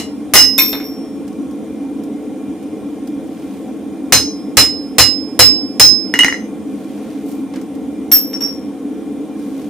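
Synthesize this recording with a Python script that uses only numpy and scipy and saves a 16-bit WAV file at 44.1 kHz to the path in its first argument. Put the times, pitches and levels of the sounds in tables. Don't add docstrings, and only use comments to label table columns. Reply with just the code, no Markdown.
import sys
import numpy as np
from scipy import signal
from scipy.fft import rfft, irfft
from scipy.io import wavfile
from scipy.ndimage import uniform_filter1d

SR = 44100
rng = np.random.default_rng(int(sys.argv[2]) if len(sys.argv) > 2 else 0)


def magnitude_from_level(level_db):
    exponent = np.asarray(level_db, float) / 20
    return 10 ** exponent


def transcribe(signal):
    frames = np.atleast_2d(signal).T
    limited = np.clip(frames, -1, 1)
    pcm = np.round(limited * 32767).astype(np.int16)
    wavfile.write(sys.argv[1], SR, pcm)


N = 427329

# (frequency [Hz], width [Hz], level [dB])
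CHAMBER_RESONANCES = [(79.8, 10.9, -17), (145.4, 14, -17.5), (216.8, 27, -6.5), (286.2, 32.9, 1),
                      (318.2, 8.2, -1.5), (434.2, 47.7, -12), (516.2, 40, -16), (633, 55, -29),
                      (748, 64, -24.5), (1085, 37, -29.5), (1379, 49, -36.5), (2100, 28, -35.5),
                      (2390, 52, -34.5), (3320, 1100, -47), (5180, 15, -34.5), (5860, 30, -40.5),
                      (6780, 70, -43.5), (8960, 550, -45), (11035, 80, -50.5)]
# (frequency [Hz], relative density [dB per Hz])
JET_HISS = [(40, -38.5), (330, -31), (560, -3), (781, -4), (1270, -14.5), (1380, -15), (1820, -18),
            (2370, -19), (4370, -27), (8870, -25.5), (15500, -32)]
# (frequency [Hz], left over right [dB])
FORGE_BALANCE = [(60, 2), (180, -0.5), (550, 0.5), (1650, 0.0), (4970, -0.5), (15000, 0.5)]
FORGE_DB = -24

# (frequency [Hz], left-right correlation [-1 to 1])
STEREO_LIKENESS = [(60, 1), (110, 0.382), (200, 0.84), (380, 0.97), (700, 0.9), (1290, 0.9), (2380, 0.84),
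                   (4400, 0.51), (8120, 0.35), (15000, 0.16)]
# (frequency [Hz], relative density [dB per Hz])
CRACK_COLOUR = [(120, -23.5), (200, -7.5), (2900, -7), (3290, -11), (4830, -8.5), (5190, -3), (5790, -9),
                (6340, -7.5), (15500, -14)]
# (frequency [Hz], full t60 [s])
SHOP_REVERB = [(300, 0.23), (1100, 0.26), (3000, 0.28), (7500, 0.3), (15000, 0.22)]

# (time [s], level [dB], tilt [dB per octave])
TICKS = [(1.279, -41.5, 1), (1.328, -49.5, 1.5), (1.51, -48, .3), (2.036, -43.5, 1.9), (2.628, -47, 2.5),
         (3.074, -40.5, 2.5), (7.538, -34, -7.5), (7.5598, -36, -5.5), (7.614, -41, 0), (7.7518, -46, 0)]
# (start [s], length [s], mid-slide level before grit [dB], tilt [dB per octave])
SLIDES = [(3.12, .68, -50, -0.3), (3.45, .36, -58.5, 3.5), (6.55, 0.6, -50.5, -0.2), (6.85, .48, -48, -1.1),
          (7.203, .21, -43, 4.5), (7.327, 0.14, -51, 1.4), (7.5, 0.14, -45, -4.5), (9.33, .19, -49, 1),
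          (9.38, .42, -47.5, .3)]
SLIDE_END_DB = -20.5

# (frequency [Hz], family [index])
DRIFT_MODES = [(5455, 0), (5545, 0), (12670, 1), (12750, 1), (12810, 1), (12865, 1), (1040, 2), (2170, 2),
               (2400, 2), (3635, 2), (4120, 2), (7130, 2)]
# (level [dB], t60 [s], left over right [dB], roughness [0-1])
DRIFT_RINGING = [(-8.5, 0.44, -.1, 0.1), (0, 0.13, -.1, 0.18), (-17, 0.27, -.1, .4), (-1, 0.14, -.1, 0.56),
                 (-7.5, .35, -0.089, 0.45), (-9.5, 0.32, -.1, 0.45), (-13, 0.2, -.1, 0.51),
                 (-3, 0.18, -.1, 0.56), (-0.5, 0.18, -.1, 1), (7.5, 0.066, -0.11, 0.3),
                 (-6.5, 0.17, -.1, 0.9), (-16, 0.087, -.1, .8)]
# (time [s], crack level [dB], low modes [dB], high modes [dB], plate [dB])
FALL_CONTACTS = [(0.3375, 15.5, -13, -12.5, -42.5), (0.58, -5, -13, -3.5, -17.5),
                 (0.5854, -5, -11.5, -5.5, -9.5), (0.6954, -18.5, -26, -33.5, -50.5),
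                 (0.7293, -13, -32, -38, -23.5), (0.8012, -22.5, -47, -51.5, -36.5),
                 (0.841, -39, -30, -31.5, -58)]
# (time [s], crack level [dB], low modes [dB], high modes [dB])
KNOCKS = [(8.116, -13.5, -3.5, 1), (8.1225, -7, -3.5, 7), (8.333, -29, -15, -33), (8.4063, -27.5, -14, -24),
          (8.4175, -30, -9, -24), (8.4293, -32.5, -8.5, -27), (8.4754, -34, -22.5, -30)]
LYING_SHARE = [0.81, 0.56]
PLATE_TILT_DB, PLATE_DULLS = -2, 0.62
BRIGHT_DB, BRIGHT_PER_DB = 7, 0.41

# (frequency [Hz], family [index])
ANVIL_MODES = [(1340, 0), (1401, 0), (1950, 0), (2078, 0), (2885, 1), (2922, 1), (8700, 1), (4047, 4),
               (4290, 4), (5097, 2), (5123, 2), (7002, 4), (6218, 3), (13120, 3)]
# (level [dB], t60 [s], left over right [dB], roughness [0-1])
ANVIL_RINGING = [(-26.5, 0.087, 3.5, .6), (-25, 0.16, -1.4, .6), (6.5, 0.026, 0, .4),
                 (-7.5, 0.096, -0.5, 0), (-1.5, 0.2, -1.5, 0.3), (-11, 0.19, -6, 0.8),
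                 (-20.5, 0.13, 6.2, 0.4), (-9, .2, 5, .45), (-16, 0.22, 0.5, 0.78), (-20.5, 0.21, -6.5, 0),
                 (-5.5, 0.46, -9, .08), (-12, 0.14, -1.6, 0.4), (-5, 0.22, 7, .2), (-24.5, .2, 1, .2)]
# (frequency [Hz], family [index])
STAND_MODES = [(78, 0), (116, 0), (500, 0), (790, 0), (1240, 0)]
# (level [dB], t60 [s], left over right [dB], roughness [0-1])
STAND_RINGING = [(2.5, 0.32, -.1, .2), (3, 0.24, -0.09, 0.14), (11, 0.18, -.1, .3), (14, 0.059, -.1, 0.65),
                 (14, 0.06, -0.092, 0.82)]
# (time [s], crack level [dB], family 0 [dB], family 2 [dB], family 3 [dB])
DRIFT_BLOWS = [(-.08, 0.0, -4, -18.5, -18), (0.337, 2, -2.5, -7.5, -14), (0.354, 4, 4, 7.5, -1)]
# (time [s], crack level [dB], family 0 [dB], family 2 [dB], family 3 [dB])
BAR_BLOWS = [(4.123, 3, -11, -3.1, 1.5), (4.57, 3.5, -5.5, 0.5, -20.5), (4.983, 4, -3, 1, -13),
             (5.392, 4.5, -3.5, 5.5, -8.5), (5.797, 2.5, -14, 9.5, -1.5)]
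# (time [s], crack level [dB], family 0 [dB], family 1 [dB], family 3 [dB])
HAMMER_ROCKS = [(6.139, -5, -2, -16.5, -20.5), (6.19, -0.5, 1, 3.5, -17), (6.234, -9.5, -0.5, -18.5, -23.5),
                (6.246, -1, 1, -17.5, -12.5), (6.282, -13.5, -4, -18.5, -29), (6.325, -16, -9, -29, -35),
                (6.343, -24, -23, -38, -42)]
RESTING_SHARE = [0.59, 0.69, 0.46, 1.35, 0.75]
ROCK_FACE_DB, ROCK_FACE_PER_DB = -17, 0.6
ROCK_TILT_DB, ROCK_TILT_PER_DB = -3, 0.3

EDGE_HZ = 15650


def evened(x):
    return x / np.sqrt(np.mean(x ** 2) + 1e-20)


def read(points, hz):
    f, value = np.transpose(points)
    return np.interp(np.log(hz + 1), np.log(f + 1), value)


def add(mix, s, sound):
    at = round(s * SR)
    sound = sound[:, max(-at, 0):]
    part = mix[:, max(at, 0):][:, :sound.shape[1]]
    part += sound[:, :part.shape[1]]


def noise(shape, count, size):
    frames = 4 * count // size + 5
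    hz = np.fft.rfftfreq(size, 1 / SR)[:, None]
    a, b, c, d = rng.standard_normal((frames, len(hz), 4)).T
    likeness = np.clip(read(STEREO_LIKENESS, hz), -1, 1)
    left = a + 1j * b
    right = likeness * left + np.sqrt(1 - likeness ** 2) * (c + 1j * d)
    spectra = np.array([left, right])
    spectra *= magnitude_from_level(shape(hz, np.arange(frames) * size / 4 / SR))
    return signal.istft(spectra, nperseg=size, noverlap=3 * size // 4)[1][:, :count]


def crack(db, tilt_db, tail_db, burst_s, reverb_share=0.73):
    def shape(hz, s):
        colour = read(CRACK_COLOUR, hz) + tilt_db * np.log2(hz / 4000 + 0.32)
        return colour - 60 * s / (reverb_share * read(SHOP_REVERB, hz))
    t = np.arange(SR // 3) / SR
    tail = noise(shape, count=len(t), size=256)
    tail /= np.sqrt(np.mean(tail[:, :400] ** 2))
    return magnitude_from_level(db) * tail * (magnitude_from_level(tail_db) + np.exp(-t / burst_s))


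def shop_echoes(room_db):
    t = np.arange(SR // 4) / SR
    echoes = rng.standard_normal((2, len(t))) * magnitude_from_level(-60 * t / 0.31)
    echoes *= magnitude_from_level(room_db) / np.linalg.norm(echoes[0])
    echoes[:, round(0.017 * SR)] += magnitude_from_level(-7.5)
    return echoes


def ring(modes, ringing, family_db, room_db, rise_s, flutter_hz, family_share=(1,) * 5,
         length_s=0.75, until_s=9.0, choke_db=(0,) * 5, lag_s=0.00003):
    hz, family = np.transpose(modes)[:, :, None]
    db, t60, lean_db, rough = np.transpose(ringing)[:, :, None]
    t = np.arange(round(SR * length_s)) / SR
    fading_db = 60 * t / (t60 * np.take(family_share, family))
    fading_db += np.take(choke_db, family) * np.clip((t - until_s) / 0.0037, 0, 1)
    level = magnitude_from_level(np.take(family_db, family) + db - fading_db) * (1 - np.exp(-t / rise_s))

    detune = rng.standard_normal((len(hz), 6, 1))
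    phase = rng.random((len(hz), 6, 1))
    coarse = t[::64]
    crowd = np.exp(2j * np.pi * (flutter_hz * rough[:, None] * detune * coarse + phase))
    crowd = crowd.sum(1) / np.sqrt(6)
    wander = np.array([np.interp(t, coarse, c) for c in crowd])
    rough = np.clip(rough, 0, 1)
    level = level * (np.sqrt(1 - rough ** 2) + rough * wander)
    swing = level * np.exp(2j * np.pi * (hz * t + rng.random(hz.shape)))

    direct = []
    for side in (1, -1):
        arrival = np.exp(1j * np.pi * hz * side * lag_s)
        direct.append((magnitude_from_level(side * lean_db / 2) * swing * arrival).imag.sum(0))
    direct = np.array(direct)
    return direct + signal.fftconvolve(direct, shop_echoes(room_db), axes=1)[:, :len(t)]


def forge():
    def shape(hz, s):
        boom = sum(magnitude_from_level(2 * db) / (1 + (2 * (hz - f) / width) ** 2) ** 2
                   for f, width, db in CHAMBER_RESONANCES)
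        hiss = magnitude_from_level(2 * (read(JET_HISS, hz) - 27.5))
        flutter = rng.standard_normal((len(s), len(hz)))
        flutter = uniform_filter1d(uniform_filter1d(flutter, 6, 0), 12, 1)
        return 10 * np.log10(boom + hiss) + 1.1 * evened(flutter).T
    roar = noise(shape, count=N, size=2048)
    lean = magnitude_from_level(read(FORGE_BALANCE, np.fft.rfftfreq(N, 1 / SR)) / 2)
    return magnitude_from_level(FORGE_DB) * evened(irfft(rfft(roar) * [lean, 1 / lean], N))


def ticks():
    out = np.zeros((2, N))
    for s, db, tilt_db in TICKS:
        add(out, s, crack(db, tilt_db, tail_db=-9, burst_s=0.006, reverb_share=0.5))
    return out


def slides():
    out = np.zeros((2, N))
    colour = [(500, -6.0), (2000, 4.0), (7000, -2.0), (15000, -5.5)]  # (Hz, dB)
    for s, length, db, tilt_db in SLIDES:
        u = np.linspace(-1, 1, round(length * SR))
        hiss = evened(noise(lambda hz, _: read(colour, hz) + tilt_db * np.log2(hz / 4000 + 0.1),
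                            count=len(u), size=256))
        grit = evened(uniform_filter1d(rng.standard_normal(len(u)), size=130))
        add(out, s, magnitude_from_level(db + SLIDE_END_DB * u ** 2) * hiss * magnitude_from_level(2.3 * grit))
    return out


def drift():
    out = np.zeros((2, N))
    for (s, db, low_db, high_db, plate_db), later in zip(FALL_CONTACTS, FALL_CONTACTS[1:] + [[N]]):
        tilt_db = PLATE_TILT_DB + PLATE_DULLS * (high_db - plate_db)
        add(out, s, crack(db, tilt_db, tail_db=-12, burst_s=0.00043, reverb_share=0.98))
        add(out, s, ring(DRIFT_MODES, DRIFT_RINGING, [low_db, high_db, plate_db], room_db=-0.5,
                         rise_s=0.0012, flutter_hz=189, family_share=[1.7, 0.95, 0.7],
                         until_s=later[0] - s, choke_db=[3, 1.5, 1.5], lag_s=0.00002))
    for (s, db, low_db, high_db), later in zip(KNOCKS, KNOCKS[1:] + [[N]]):
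        tilt_db = BRIGHT_DB + BRIGHT_PER_DB * db
        add(out, s, crack(db, tilt_db, tail_db=-8.0, burst_s=0.00046, reverb_share=0.91))
        add(out, s, ring(DRIFT_MODES[:6], DRIFT_RINGING[:6], [low_db, high_db], room_db=-4,
                         rise_s=0.0051, flutter_hz=86, family_share=LYING_SHARE, length_s=0.4275,
                         until_s=later[0] - s, choke_db=[10.5, 9], lag_s=0.00002))
    return out


def hammer_laid_down():
    out = np.zeros((2, N))
    for (s, db, low_db, mid_db, high_db), later in zip(HAMMER_ROCKS, HAMMER_ROCKS[1:] + [[N]]):
        face_db = ROCK_FACE_DB + ROCK_FACE_PER_DB * db
        tilt_db = ROCK_TILT_DB + ROCK_TILT_PER_DB * db
        add(out, s, crack(db, tilt_db, tail_db=-21, burst_s=0.00076, reverb_share=0.97))
        add(out, s, ring(ANVIL_MODES, ANVIL_RINGING, [low_db, mid_db, face_db, high_db, face_db],
                         room_db=-5.5, rise_s=0.0009, flutter_hz=61.7, family_share=RESTING_SHARE,
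                         length_s=0.375, until_s=later[0] - s, choke_db=[9.7, 14, 13, 1.5, 13]))
    return out


def hammer_blows():
    out = np.zeros((2, N))
    for blows, thump_db, face_db, follow_db in ((DRIFT_BLOWS, -28, -8, -7.5), (BAR_BLOWS, -23, -0.6, -5.5)):
        for s, db, low_db, *family_db in blows:
            anvil_db = [low_db, low_db + follow_db, *family_db, db + face_db]
            add(out, s, crack(db, 0.0, tail_db=-3.0, burst_s=0.0015))
            add(out, s, ring(ANVIL_MODES, ANVIL_RINGING, anvil_db, room_db=-3.5,
                             rise_s=0.0052, flutter_hz=68.6))
            add(out, s, ring(STAND_MODES, STAND_RINGING, [db + thump_db], room_db=-7.5,
                             rise_s=0.004, flutter_hz=40, length_s=0.375))
    return out


def scene():
    return forge() + ticks() + slides() + drift() + hammer_laid_down() + hammer_blows()


def roll_off(x):
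    return signal.sosfilt(signal.butter(12, 15610, fs=SR, output="sos"), x)


def record(dry):
    bass_cut = signal.butter(2, 35, "high", fs=SR, output="sos")
    clipped = np.clip(signal.sosfilt(bass_cut, dry), -1, 1)
    band_limit = signal.firwin(255, EDGE_HZ, window=("kaiser", 8), fs=SR)
    limited = signal.oaconvolve(clipped, band_limit[None], "same")
    return roll_off(limited)


dry = scene()
out = record(dry)
transcribe(out)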